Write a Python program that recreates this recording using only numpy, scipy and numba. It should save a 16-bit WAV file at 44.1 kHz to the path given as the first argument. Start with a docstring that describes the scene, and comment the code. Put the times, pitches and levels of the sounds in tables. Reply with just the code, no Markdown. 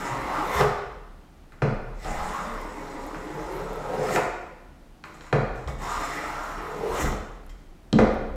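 """A metal hand plane takes three strokes along the edge of a board on a heavy bench in an echoing workshop.
Tearing fibres are random tiny breaks that shake resonances of bench, board, sole, iron and shaving.
The plane knocks on wood as it lands, leaves and is set down: decaying modes and a burst of crushed fibres.
Thin metal tinkles and bright shaving snaps come between, over a faint hush of air.
The microphone stands on the bench and takes its low sway directly; echoing noise makes the room."""
import sys
import numpy as np
from scipy import signal
from scipy.fft import rfft, irfft
from scipy.io import wavfile
from scipy.ndimage import uniform_filter1d
from numba import njit

SR = 44100
rng = np.random.default_rng(int(sys.argv[2]) if len(sys.argv) > 2 else 0)


def volts_from_decibels(level):
    """Turn decibel levels (scalar or array-like) into linear amplitude factors."""
    exponent = np.asarray(level, float) / 20
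    return 10 ** exponent


def pcm_store(signal):
    """Save signal as 16-bit PCM."""
    levels = np.round(np.clip(np.atleast_2d(signal), -1, 1) * 32767)
    wavfile.write(sys.argv[1], SR, levels.astype(np.int16).T)


N = 368655   # length [samples]

# All table levels are relative: each is set before the mode strengths and mix gains that follow.
# Plane strokes, one list each: (time [s], bench [dB], board [dB], iron [dB],
# low pitch [Hz], high pitch [Hz]), the pitches being those of the board's free length
STROKES = [
    [(0.0, -35, -33.5, -44.5, 262, 850), (0.24, -38, -32.5, -51.5, 280, 1105),
     (0.4, -34, -25, -50, 297, 1190), (0.49, -32.5, -31.5, -45.5, 458, 915),
     (0.576, -29.5, -24.5, -36.5, 444, 1090), (0.602, -27, -23.5, -32.5, 445, 1100),
     (0.612, -11, -17.5, -48, 437, 1160), (0.64, -33.5, -28.5, -55, 430, 1160)],
    [(1.93, -60, -62, -76, 196, 777), (2.041, -52, -46, -46, 197, 770), (2.048, -39.5, -33, -47, 193, 740),
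     (2.25, -40, -34.5, -46.5, 187, 850), (2.4, -39.5, -33, -50.5, 198, 1250),
     (2.62, -39.5, -40, -56, 258, 930), (2.86, -37, -39.5, -54, 282, 945), (3.08, -39, -41, -54, 280, 930),
     (3.2, -40, -46, -56.5, 287, 940), (3.4, -38.5, -36, -55, 311, 880), (3.72, -37, -42.5, -57, 466, 974),
     (3.98, -28.5, -34.5, -57, 520, 665), (4.1, -27, -28, -41, 408, 700), (4.15, -27.5, -37, -34, 350, 734),
     (4.162, -23, -21.5, -37, 370, 710), (4.19, -36, -18, -57, 370, 710)],
    [(5.78, -54, -54, -60, 281, 786), (5.826, -38, -34, -46.5, 278, 880),
     (5.92, -44, -31, -45.5, 250, 1230), (6.1, -37, -36, -44, 303, 1200),
     (6.35, -43, -33, -49.5, 285, 1395), (6.55, -41, -36, -53.5, 283, 1265),
     (6.72, -39.5, -37.5, -54.5, 510, 900), (6.84, -28.5, -39.5, -57, 430, 790),
     (6.976, -39, -28, -39, 305, 1086), (7.02, -21, -32, -34, 280, 1200),
     (7.04, -47, -36.5, -39, 294, 1110), (7.16, -36.5, -42, -63, 274, 1110)],
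]
# Brief scuffs as the plane is put in place or lifted: (time [s], t60 [s], bench [dB], board [dB], iron [dB])
SCUFFS = [(1.52, 0.17, -47, -57, -66), (1.88, 0.43, -52.5, -49, -70), (5.038, 0.85, -50.5, -56, -58.5),
          (5.14, 0.26, -60, -56, -62), (5.215, 0.8, -63, -53, -59), (5.55, 0.69, -44.5, -47, -57),
          (5.676, 0.17, -53, -31, -42.5), (7.492, .12, -58, -55, -50)]
# Resonances shaken by the cut, six tables: (centre [Hz], width [Hz], level [dB])
BENCH_BOOM_MODES = [(98, 9, -12.5), (125.6, 7.3, 1.5), (154.3, 40, -5)]
BENCH_TOP_MODES = [(205.6, 15, 1.5), (274.6, 99, -8.5), (382, 64, -19), (430, 37, 0.5), (520, 81, -3),
                   (621, 187, -7.5)]
BOARD_EDGE_MODES = [(683, 138, 6.5), (886, 61, 6.5), (988, 210, 6.5), (1156, 79, 4.5), (1318, 207, 7),
                    (1467, 33, 4)]
SOLE_MODES = [(1650, 220, -8.5), (1915, 280, 10.5), (2243, 180, -0.5), (2560, 300, -6), (2810, 1000, -26.5)]
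IRON_MODES = [(2920, 520, -5), (3590, 146, 5.5), (4086, 380, 0.5), (5110, 550, -1.5), (5570, 200, 1),
              (6170, 540, -4.5), (7050, 1170, 0.5), (7750, 210, -0.5), (8530, 600, -7)]
SHAVING_MODES = [(9560, 870, -2), (11100, 1000, -12), (12550, 3300, 3), (13700, 1200, -12),
                 (14700, 830, -1), (15600, 580, -18)]
# Blows and shoves that jolt the bench on its legs: (time [s], rocking [dB], bounce [dB])
JOLTS = [(0.0, -40, -60), (0.55, -34, -31), (0.85, -41.5, -55), (1.62, -34, -42), (1.78, -31.5, -50),
         (2.03, -31, -38.5), (2.17, -31, -40), (2.48, -35, -51), (4.22, -41, -50), (5.32, -29, -41),
         (5.66, -34, -31), (5.87, -37, -38), (6.18, -35, -52), (6.89, -38, -41), (7.02, -27, -28),
         (7.4, -37.5, -48), (7.93, -31, -32), (7.98, -27.5, -25.5), (8.15, -34, -41), (8.27, -38, -38)]
# Spectrum of the quiet workshop: (frequency [Hz], level per Hz [dB])
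AIR_SPECTRUM = [(18, -34), (30, -25), (75, -8), (114, -17), (152, -6), (187, -12), (369, -13.5),
                (399, -20.5), (830, -21), (921, -24.5), (15500, -48.5)]
# Echo of the workshop: (frequency [Hz], t60 [s], level [dB])
ROOM_ECHO = [(125, 0.51, 2), (510, 0.82, 3.5), (1370, 0.96, -0.5), (3980, 0.87, -1), (8000, 0.61, -2.5),
             (14000, 0.45, -5)]
# Blows of the plane on wood: (time [s], board [dB], bench top [dB], plank [dB], metal [dB])
KNOCKS = [(0.61, -14, -32.5, -33, -26), (1.521, -41, -57, -67, -54), (1.62, -15, -24.5, -20, -57),
          (2.046, -41, -47, -37.5, -36), (3.145, -26, -50, -53, -61), (4.16, -11, -44, -23, -26),
          (5.039, -28, -49, -69, -40), (5.209, -36.5, -66, -52, -42), (5.267, -37, -54, -64, -54),
          (5.327, -12.5, -23.5, -18, -31.5), (5.675, -55, -39.5, -35, -36), (7.028, -45, -25, -34, -42),
          (7.121, -55.5, -45, -31, -42), (7.494, -52, -61, -75, -53), (7.928, -24.5, -9, -26, -20),
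          (7.959, -49, -17, -35.5, -53), (7.987, -10.5, -37, -13, -46)]
# What a blow rings, a list each for board, bench boom, bench top, plank and metal:
# (frequency [Hz], level [dB], t60 [s])
KNOCK_MODES = [
    [(880, -5.5, 0.024), (1000, -13.5, 0.077), (1124, -3.5, 0.025), (1223, -9.5, 0.044), (1412, 0.5, 0.017),
     (1766, -7, 0.018), (2003, -6, 0.017), (2430, -5, 0.009), (2840, -19, 0.0037)],
    [(124, 7, 0.22), (150.4, 1.5, 0.14)],
    [(211.6, 1, 0.19), (233, -17, 0.21), (280, -8, 0.29)],
    [(318, 7, 0.017), (439, 1.5, 0.068), (520, 4, 0.059), (590, 0.5, 0.024), (728, 8.5, 0.014)],
    [(3190, -2, 0.012), (3740, -3, 0.0069), (4090, 4, 0.0044), (4800, -13, .005), (5370, -6.5, 0.0093),
     (6540, -14.5, 0.0065), (7700, -8.5, 0.0054)],
]
# Faint rings of a loose part of the plane: (time [s], level [dB])
TINKLES = [(1.252, -66), (7.496, -51.5)]
# Modes of that loose part: (frequency [Hz], level [dB], t60 [s])
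TINKLE_MODES = [(3170, -7.5, 0.27), (3210, -7, 0.27), (1250, -6, .05), (2050, -3, .05), (4700, -7, .03)]
# The shaving snaps as it curls: (time [s], level [dB])
SNAPS = [(2.335, -43), (2.542, -45), (2.5646, -66), (2.615, -40), (2.9194, -54), (3.0658, -40),
         (3.2555, -49), (3.5224, -44), (3.5644, -43), (3.7319, -40), (3.7589, -43), (5.8207, -51),
         (6.9461, -39), (7.441, -68), (7.4644, -48), (8.1414, -48)]

BOOM_DB, SOLE_DB, SHAVING_DB = -7.5, 3, -7.5   # boom to bench, sole to board and iron, shaving to iron
SOLE_FOLLOWS_IRON = 0.78   # share 0-1, the rest follows the board
SHAVING_GROWS_DB = 5   # the curl rustles louder from the start to the end of a stroke
RASP_DB, RASP_HZ, RASP_WIDTH_HZ = -12, 1900, 2600   # broad grit under the sole, against the sole
SCUFF_RISE_S = 0.002
ROCK_HZ, ROCK_WIDTH_HZ, ROCK_RISE_S, ROCK_T60_S = 32.9, 10.7, 0.042, 1.2   # nominal width
BOUNCE_HZ, BOUNCE_WIDTH_HZ, BOUNCE_RISE_S, BOUNCE_T60_S = 66.5, 14, 0.0097, 0.59   # nominal width
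ROCK_REST_DB, BOUNCE_REST_DB = -52.5, -61   # always present
ROCK_PUSHED_DB, BOUNCE_PUSHED_DB = -53, -70   # added during a stroke
FLUTTER_DB = 2   # unevenness of the bench motions
AIR_DB = -54   # rms above 100 Hz
ROOM_RISE_S = 0.00077
KNOCK_BOOM_DB = 3   # the boom follows the weaker of bench top and plank


def rms_one(x):
    """Scale to rms 1."""
    return x / np.sqrt(np.mean(x ** 2) + 1e-20)


def at_hz(points, hz):
    """Read a two-column table along log frequency."""
    table_hz, level = np.array(points).T
    return np.interp(np.log(hz + 1), np.log(table_hz), level)


def drift(rate_hz):
    """Slow chance of rms 1: noise drawn 200 times a second, smoothed by two poles at rate_hz."""
    steps = rng.standard_normal(int(N / SR * 200) + 400)
    r = np.exp(-2 * np.pi * rate_hz / 200)
    slow = signal.lfilter([1], [1, -2 * r, r * r], steps)[390:]   # skip the settling
    return np.interp(np.arange(N) / SR * 200, np.arange(len(slow)), rms_one(slow))


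def swell(s, db, rise_s, t60):
    """Envelope of one event: quick rise, then an even fall in dB."""
    age = np.clip(np.arange(N) / SR - s, 0, None)
    return volts_from_decibels(db - 60 * age / t60) * (1 - np.exp(-age / rise_s))


def resonance(x, hz, width_hz):
    """Two-pole resonance with gain 1 on top."""
    r = np.exp(-np.pi * width_hz / SR)
    top = (1 - r * r) / 2
    return signal.lfilter([top, 0, -top], [1, -2 * r * np.cos(2 * np.pi * hz / SR), r * r], x)


@njit
def gliding(x, hz, width_hz, sr):
    """A two-pole resonance whose centre moves from sample to sample."""
    out, r = np.zeros(len(x)), np.exp(-np.pi * width_hz / sr)
    for i in range(2, len(x)):
        feedback = 2 * r * np.cos(2 * np.pi * hz[i] / sr) * out[i - 1] - r * r * out[i - 2]
        out[i] = x[i] - x[i - 2] + feedback
    return out


def fibres(per_s, spread_db):
    """Random tiny breaks of either sign and uneven size."""
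    sizes = volts_from_decibels(spread_db * np.minimum(rng.exponential(1, N), 5)) * rng.choice([-1, 1], N)
    return sizes * (rng.random(N) < per_s / SR) + 1e-18


def body(shake, modes, patchy_db):
    """Parallel resonances, each shaken at its own spot; the grain of the wood favours now one, now another."""
    total = 0
    for k, (hz, width_hz, db) in enumerate(modes):
        strength = volts_from_decibels(db + patchy_db * drift(8.0))
        own_shake = np.roll(shake, 997 * k)
        broad = resonance(own_shake, hz, 3.0 * width_hz)
        total = total + strength * resonance(broad, hz, width_hz)
    return rms_one(total)


def cutting():
    """Fibre breaks drive bench, board, sole, iron and shaving while the plane slides."""
    t = np.arange(N) / SR
    gains = np.full((3, N), 1e-6)   # bench, board, iron
    along = np.zeros(N)   # share of the stroke done
    for rows in STROKES:
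        s, *levels = np.transpose(rows)[:4]
        on = (t >= s[0]) & (t < s[-1])
        gains[:, on] += [volts_from_decibels(np.interp(t[on], s, db)) for db in levels]
        along[on] = (t[on] - s[0]) / (s[-1] - s[0])
    for s, t60, *levels in SCUFFS:
        gains += volts_from_decibels(np.array(levels))[:, None] * swell(s, 0, SCUFF_RISE_S, t60)
    on_bench, on_board, on_iron = uniform_filter1d(gains, size=90)
    on_sole = volts_from_decibels(SOLE_DB) * on_iron ** SOLE_FOLLOWS_IRON * on_board ** (1 - SOLE_FOLLOWS_IRON)

    bite = volts_from_decibels(2.15 * drift(27) + 0.6 * drift(70))   # the edge digs and slips
    coarse = bite * fibres(5000, spread_db=2.0)
    fine = bite * fibres(9000, spread_db=3.5)

    # two gliding pitches of the free length; the reversed breaks keep the second independent
    s, *_, low_hz, high_hz = np.vstack(STROKES).T
    low = rms_one(gliding(coarse, np.interp(t, s, low_hz), 45.0, SR))
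    high = rms_one(gliding(coarse[::-1].copy(), np.interp(t, s, high_hz), 83.0, SR))

    bench = rms_one(body(coarse, BENCH_TOP_MODES, patchy_db=3.0) + volts_from_decibels(0.5) * low)
    board = rms_one(body(coarse, BOARD_EDGE_MODES, patchy_db=3.5) + volts_from_decibels(-2.5) * high)
    rasp = volts_from_decibels(RASP_DB) * rms_one(resonance(fine, RASP_HZ, RASP_WIDTH_HZ))
    sole = body(coarse, SOLE_MODES, patchy_db=2.0) + rasp
    boom = volts_from_decibels(BOOM_DB) * body(coarse, BENCH_BOOM_MODES, patchy_db=4.0)
    curl = volts_from_decibels(SHAVING_DB + SHAVING_GROWS_DB * (along - 1.0) + 1.1 * drift(6.0))
    shaving = curl * body(fine, SHAVING_MODES, patchy_db=2.0)
    iron = body(fine, IRON_MODES, patchy_db=3.2) + shaving
    return volts_from_decibels(-3.5) * (on_bench * (bench + boom) + on_board * board + on_sole * sole + on_iron * iron)


def sway():
    """Rocking and bounce of the bench, each a wandering tone plus narrow noise, straight into the microphone."""
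    t, jolts = np.arange(N) / SR, np.array(JOLTS)
    in_stroke = sum(1.0 * (t >= rows[0][0]) * (t < rows[-1][0]) for rows in STROKES)
    pushing = uniform_filter1d(in_stroke, size=4000)
    motions = [
        (ROCK_HZ, ROCK_WIDTH_HZ, ROCK_RISE_S, ROCK_T60_S, ROCK_REST_DB, ROCK_PUSHED_DB),
        (BOUNCE_HZ, BOUNCE_WIDTH_HZ, BOUNCE_RISE_S, BOUNCE_T60_S, BOUNCE_REST_DB, BOUNCE_PUSHED_DB)]
    out = 0
    for k, (hz, width_hz, rise_s, t60, rest_db, pushed_db) in enumerate(motions):
        steady = volts_from_decibels(rest_db) + volts_from_decibels(pushed_db) * pushing
        jolted = sum(swell(s, db, rise_s, t60) ** 2 for s, db in jolts[:, [0, k + 1]])
        level = np.sqrt(steady ** 2 + jolted)
        wandering_hz = hz + 0.585 * width_hz * drift(4.25)
        swing = np.sqrt(2) * np.sin(2 * np.pi * np.cumsum(wandering_hz) / SR)
        shake = resonance(rng.standard_normal(N), hz, 1.15 * width_hz)
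        shake = rms_one(resonance(shake, hz, 1.15 * width_hz))
        out = out + level * volts_from_decibels(FLUTTER_DB * drift(6.5)) * (swing + 0.56 * shake)
    return out


def air():
    """Steady faint hush: noise shaped by the spectrum of the quiet workshop."""
    hz = np.arange(N // 2 + 1) * SR / N
    shaped = rfft(rng.standard_normal(N)) * volts_from_decibels(at_hz(AIR_SPECTRUM, hz))
    total_power = np.sum(abs(shaped) ** 2)
    scale = np.sqrt(total_power / np.sum(abs(shaped[hz > 100]) ** 2))
    return volts_from_decibels(AIR_DB) * scale * rms_one(irfft(shaped, N))


def workshop(x):
    """Dense echoes: noise that builds up, then dies band by band."""
    t, echo = np.arange(SR) / SR, 0
    room_hz, room_t60, room_db = np.array(ROOM_ECHO).T
    edges = 60 * 2.0 ** np.arange(0, 8.6, 0.5)   # half octaves
    for low, high in zip(edges, edges[1:]):
        log_hz = np.log(np.sqrt(low * high))
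        t60 = np.interp(log_hz, np.log(room_hz), room_t60)
        db = np.interp(log_hz, np.log(room_hz), room_db)
        fade = volts_from_decibels(-60 * t / t60) * (1 - np.exp(-t / ROOM_RISE_S))
        bandpass = signal.butter(2, [low, min(high, 0.45 * SR)], "band", fs=SR, output="sos")
        band = signal.sosfilt(bandpass, rng.standard_normal(SR))
        echo = echo + volts_from_decibels(db) * band * fade / np.sqrt(np.sum(fade ** 2))
    return signal.fftconvolve(x, echo)[:N]


def knocks():
    """Each blow rings every mode with a strength of its own; returns the wooden part and the metal clack."""
    rows, out = np.array(KNOCKS), np.zeros((len(KNOCK_MODES), N))
    boom_db = rows[:, 2:4].min(axis=1) + KNOCK_BOOM_DB
    rows = np.insert(rows, 2, boom_db, axis=1)
    at = np.round(rows[:, 0] * SR).astype(int)
    for part, modes in enumerate(KNOCK_MODES):
        luck_db = rng.normal(0, 1.33, (len(at), len(modes)))
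        for k, (hz, db, t60) in enumerate(modes):
            clicks = np.full(N, 1e-18)
            clicks[at] = volts_from_decibels(rows[:, 1 + part] + db + luck_db[:, k]) * (-1) ** k
            r, w = volts_from_decibels(-60 / (t60 * SR)), 2 * np.pi * hz / SR
            ring = signal.lfilter([0, np.sin(w)], [1, -2 * r * np.cos(w), r * r], clicks)
            out[part] += resonance(ring, hz, 0.5 * hz)   # a mode takes a few cycles to swing up
    crack = np.full(N, 1e-18)
    crack[at] = volts_from_decibels(rows[:, 1] - 10.5)   # fibres crushed under the blow
    crack = signal.lfilter([1], [1, -np.exp(-1 / (0.0094 * SR))], crack) * rng.standard_normal(N)
    dull = signal.butter(2, 7000, fs=SR, output="sos")
    crushed = signal.sosfilt(dull, resonance(crack, 1900, 2500))
    return out[:-1].sum(axis=0) + crushed, out[-1]


def tinkles():
    """Thin metal rings: decaying sines of a loose part."""
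    t, out = np.arange(N) / SR, 0
    for s, db in TINKLES:
        for hz, mode_db, t60 in TINKLE_MODES:
            out = out + swell(s, db + mode_db, 0.0005, t60) * np.sin(2 * np.pi * hz * (t - s))
    return out


def snaps():
    """Very short bright ticks: decaying noise through two high, broad resonances."""
    ticks = np.full(N, 1e-18)
    for s, db in SNAPS:
        ticks[round(s * SR)] = volts_from_decibels(db)
    burst = signal.lfilter([1], [1, -np.exp(-1 / (0.0023 * SR))], ticks) * rng.standard_normal(N)
    return resonance(resonance(burst, 11000, 7000), 12500, 9000)


def scene():
    """Wood radiates all round and fills the room; the small clack comes mostly straight."""
    cut = cutting()
    wood, metal = knocks()
    metal = metal + tinkles()
    straight = cut + volts_from_decibels(-4.5) * wood + metal + snaps()
    echoes = workshop(cut + wood + volts_from_decibels(-2) * metal)
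    return (straight + echoes + sway() + air())[None]


def roll_off(x):
    """The treble ends steeply here."""
    return signal.sosfilt(signal.butter(12, 15700, fs=SR, output="sos"), x)


def record(dry):
    """Passes on the finished one-channel mix from the bench microphone."""
    return roll_off(dry)


dry = scene()
out = record(dry)
pcm_store(out)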